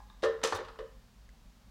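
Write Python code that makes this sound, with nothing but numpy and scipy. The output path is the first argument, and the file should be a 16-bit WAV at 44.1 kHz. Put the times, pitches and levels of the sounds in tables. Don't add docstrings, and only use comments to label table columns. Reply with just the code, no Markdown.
import sys
import numpy as np
from scipy import signal
from scipy.fft import rfft, irfft, next_fast_len
from scipy.io import wavfile
from scipy.ndimage import map_coordinates

SR = 44100
rng = np.random.default_rng(int(sys.argv[2]) if len(sys.argv) > 2 else 0)


def store_pcm(level_fs):
    pcm = np.round(np.clip(level_fs, -1, 1) * 32767).astype(np.int16)
    wavfile.write(sys.argv[1], SR, np.atleast_2d(pcm).T)


def ratio_of_db(decibels):
    return 10 ** (np.asarray(decibels, float) / 20)


N = 74970


def unit(x):
    return x / np.sqrt(np.mean(x ** 2) + 1e-20)


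def along(points, hz):
    f, value = np.transpose(points)
    return np.interp(np.log(hz + 1), np.log(f + 1), value)


def wobble(rate):
    knots = rng.standard_normal(int(N * rate / SR) + 4)
    return map_coordinates(knots, [np.arange(N) * rate / SR])


def noise(spectrum, size):
    m = next_fast_len(size + 8192)
    gain = ratio_of_db(along(spectrum, np.fft.rfftfreq(m, 1 / SR)))
    return unit(irfft(rfft(rng.standard_normal(m)) * gain, m)[:size])


def seconds(length_s):
    return np.arange(int(length_s * SR)) / SR


def at(s, sound):
    return np.pad(sound, (round(s * SR), N))[:N]


def decay(t, t60):
    return ratio_of_db(-60 * t / t60)


def rise(t, rise_s):
    return (1 - np.exp(-t / rise_s)) ** 2


FLUTTER_DB, FLUTTER_RATE = 5.5, 54.6


def ring(modes, t, scatter_db, rise_s, free=1, in_step=False):
    hz, db, t60 = np.transpose(modes)[:, :, None]
    luck = rng.standard_normal((len(modes), 2))
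    knots = rng.standard_normal((len(modes), 64))
    waver = np.array([np.interp(t * FLUTTER_RATE, np.arange(len(k)), k) for k in knots])
    if in_step:
        waver = 0.76 * waver
        sign = 1
    else:
        sign = np.sign(luck[:, 1:])
    gains = sign * ratio_of_db(db + scatter_db * luck[:, :1] + FLUTTER_DB * waver)
    partials = gains * decay(t, free * t60) * np.sin(2 * np.pi * hz * t)
    return partials.sum(axis=0) * rise(t, rise_s)


# (f/Hz, density/dB)
RUMBLE = [(15, -32), (30, -9), (41, -3.5), (49, 0.5), (55, -2.5), (62, -19), (75, -30), (120, -94)]
# (f/Hz, density/dB)
DRONE = [(60, -24), (78, -11), (100, -0.5), (135, -5.5), (180, -4), (240, -5), (290, -17.5), (380, -40)]
# (f/Hz, density/dB)
HISS = [(200, -39), (300, -6), (1000, -6.5), (2200, -12.5), (4500, -13), (7000, -17.5), (10000, -25),
        (15800, -26)]


def quiet_room():
    t = np.arange(N) / SR
    hum = ratio_of_db(-73.5 + 6 * wobble(7.7)) * np.sin(2 * np.pi * 49.5 * t + 0.4 * wobble(5))
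    rumble = ratio_of_db(-57) * noise(RUMBLE, size=N)
    drone = ratio_of_db(-65 + 1.2 * wobble(6.13)) * noise(DRONE, size=N)
    hiss = ratio_of_db(-68 + 0.1 * wobble(9)) * noise(HISS, size=N)
    return hum + rumble + drone + hiss


# (f/Hz, t60/s)
ROOM = [(300, 0.49), (1000, 0.53), (4000, 0.44), (12000, 0.18)]
ROOM_DB, ROOM_DELAY_S = -7.5, 0.006


def room(x):
    hz, t, z = signal.stft(rng.standard_normal(SR // 2), SR, nperseg=256)
    fading = z * decay(t, along(ROOM, hz)[:, None])
    tail = signal.istft(fading, SR, nperseg=256)[1]
    tail = np.pad(tail / np.linalg.norm(tail), (int(ROOM_DELAY_S * SR), 0))
    return signal.fftconvolve(x, tail)


# (t/s, level/dB)
GRIP = [
    (.002, -55),
    (.1, -54),
]
# (f/Hz, level/dB, t60/s)
HELD = [(835, 2, .06), (885, -11, .07), (1029, -1.5, 0.058), (1195, -3.5, 0.044), (1657, -3, 0.037),
        (2270, -7, 0.013), (3720, -5.5, 0.024), (4970, -8, .01)]


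def grip():
    t = seconds(0.5)
    dry = sum(at(s, ratio_of_db(db) * ring(HELD, t, 1.8, 0.00013)) for s, db in GRIP)
    return dry + ratio_of_db(ROOM_DB + 3.5) * room(dry)[:N]


# (t/s, level/dB)
JOLTS = [
    (.232, -43),
    (0.526, -49.5),
    (0.629, -54),
]
# (f/Hz, level/dB, t60/s)
TABLE = [(90.6, 1.5, 0.27), (63.7, -14, .12)]


def table():
    t = seconds(0.5)
    return sum(at(s, ratio_of_db(db) * ring(TABLE, t, 1, 0.0062)) for s, db in JOLTS)


# (f/Hz, density/dB)
FIZZ = [(2500, -15), (4500, -3.5), (6000, 2.5), (8000, -5.5), (10500, -14), (12500, -22.5), (15800, -36)]


def chatter(curve):
    s, db = np.transpose(curve)
    level_db = np.interp(np.arange(N) / SR, s, db, left=-150, right=-150)
    lumps = ratio_of_db(3.5 * wobble(600))
    return ratio_of_db(level_db) * unit(lumps * noise(FIZZ, size=N))


# (t/s, level/dB)
SCRAPE = [(.221, -97), (.224, -60), (.233, -62), (.245, -50), (.258, -58), (.268, -84)]
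# (t/s, level/dB)
CHATTER = [(0.432, -104), (.437, -34.5), (.46, -39.5), (.50, -50), (0.536, -54), (.547, -52), (.55, -42),
           (.556, -54.5), (.575, -56), (.60, -84)]
# (t/s, level/dB)
TICKS = [
    (1.2907, -59),
    (1.2919, -60),
]
# (f/Hz, level/dB, t60/s)
TICK = [(1630, -1, 0.011), (2010, 0, 0.012), (4300, -1, .008), (6400, -2, .006), (7900, -9, .009),
        (9200, -12, .006)]


def springs():
    t = seconds(0.1)
    ticks = sum(at(s, ratio_of_db(db) * ring(TICK, t, 1.2, 0.0001)) for s, db in TICKS)
    rubbing = chatter(SCRAPE) + chatter(CHATTER)
    return rubbing + ticks + ratio_of_db(ROOM_DB - 3) * room(rubbing + 0.34 * ticks)[:N]


# (t/s, level/dB)
PINGS = [
    (0.4365, -48.5),
    (.5485, -52),
    (.559, -51),
]
# (f/Hz, density/dB)
PING = [(3000, -40), (7000, -3), (10000, 0), (13500, -3), (16000, -5)]


def pings():
    t = seconds(0.1)
    shape = decay(t, 0.053) * rise(t, 0.0004)
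    return sum(at(s, ratio_of_db(db) * shape * noise(PING, size=len(t))) for s, db in PINGS)


# (f/Hz, level/dB, t60/s)
CASE = [(195, -39, 0.055), (372.4, -10.5, 0.21), (451.6, -2, 0.32), (470, -10.5, 0.038), (524, -1, 0.2),
        (562, -4, 0.18), (591.3, -10.5, 0.2)]


def case_ring(t, free):
    return ring(CASE, t, 1, 0.0025, free, in_step=True)


# (f/Hz, level/dB, t60/s)
SHELL = [(781, -5, 0.061), (813, -9, 0.071), (996, -3.5, 0.064), (1076.4, -2, 0.1), (1161, -6.5, 0.11),
         (1252, -11, 0.22), (1333, -20.5, 0.11), (1498, -16.5, 0.06), (1600, -14, 0.04), (1693, -3, 0.046),
         (1790, -3, 0.12), (1874, -7.5, 0.08), (2040, -12, 0.031), (2500, -10.5, 0.092)]
# (f/Hz, density/dB)
THUD = [(120, -30), (210, -13.5), (330, -6), (700, -7.5), (1150, -1.5), (1750, -6.5), (2600, -23.5),
        (4500, -20), (9000, -90)]


def shell_knock(t, free):
    thud = ratio_of_db(6.5) * decay(t, 0.069) * rise(t, 0.0012) * noise(THUD, size=len(t))
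    return ring(SHELL, t, 2.5, 0.0011, 1.24 * free) + thud


# (f/Hz, level/dB, t60/s)
HOOK = [(2963, -4.5, 0.09), (3240, -8, 0.091), (3661, -8.5, 0.31), (4100, -42, 0.093), (4450, -27, 0.065),
        (4844, -13, 0.06), (5130, -7, 0.06), (5550, -15, .08), (5840, -12, 0.076), (6380, -17, 0.045),
        (7400, -31, 0.043)]
# (f/Hz, density/dB)
CRACK = [(900, -49), (1800, -4), (3000, -4.5), (4200, -5), (6000, -17), (9000, -23.5), (15500, -41)]


def hook_clink(t, free):
    rise_s = 0.0004
    snap_and_buzz = ratio_of_db(4) * decay(t, 0.021) + decay(t, 0.11)
    crack = snap_and_buzz * noise(CRACK, size=len(t)) * rise(t, rise_s)
    return ring(HOOK, t, 2.5, rise_s, free) + crack


# (t/s, case level/dB, shell level/dB, clink level/dB, share of the free ring time)
CONTACTS = [(0.2233, -74, -54, -46, 0.22), (0.2299, -21.5, -34.5, -38, 0.96),
            (.2354, -37.5, -28.5, -34.5, 0.57), (0.244, -27.5, -35, -42, 1.47),
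            (.2571, -39.5, -41.5, -44, 1.23), (0.4147, -47, -45.5, -55, 0.16),
            (0.4319, -51, -32.5, -33.5, 0.34), (.4368, -26, -28.5, -29, .45),
            (0.4454, -52, -35, -28.5, 0.39), (0.4522, -66, -35.5, -31.5, .6),
            (0.476, -35.5, -39.5, -37, 0.52), (0.5229, -27, -27, -37.5, 0.44),
            (0.55, -38.5, -39, -41, 0.62), (0.5571, -42.5, -42, -44.5, 0.38),
            (0.5872, -34.5, -43, -50, 0.68), (.604, -31, -42.5, -59, 0.47), (0.6487, -53, -68, -49.5, 0.25),
            (0.6836, -79, -47, -50.5, 0.62), (.698, -72, -63, -63, 0.37), (0.7574, -73, -56, -62, 0.23),
            (0.7882, -34.5, -46, -47, 0.49), (.802, -39, -49.5, -78, 1.03)]


def handset():
    out, t = np.zeros(N + 2 * SR), seconds(0.5)
    for s, case_db, shell_db, clink_db, free in CONTACTS:
        case = ratio_of_db(case_db) * case_ring(t, free)
        shell = ratio_of_db(shell_db - 6) * shell_knock(t, free)
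        clink = ratio_of_db(clink_db - 9.5) * hook_clink(t, free)
        wet = ratio_of_db(ROOM_DB) * room(shell + clink + ratio_of_db(-7.5) * case)
        start = round(s * SR)
        out[start:start + len(t)] += case + shell + clink
        out[start:start + len(wet)] += wet
    return out[:N]


def scene():
    return (quiet_room() + grip() + table() + springs() + pings() + handset())[None]


def top_cut(x):
    return signal.sosfilt(signal.butter(12, 16040, fs=SR, output="sos"), x)


def record(dry):
    return top_cut(dry)


dry = scene()
out = record(dry)
store_pcm(out)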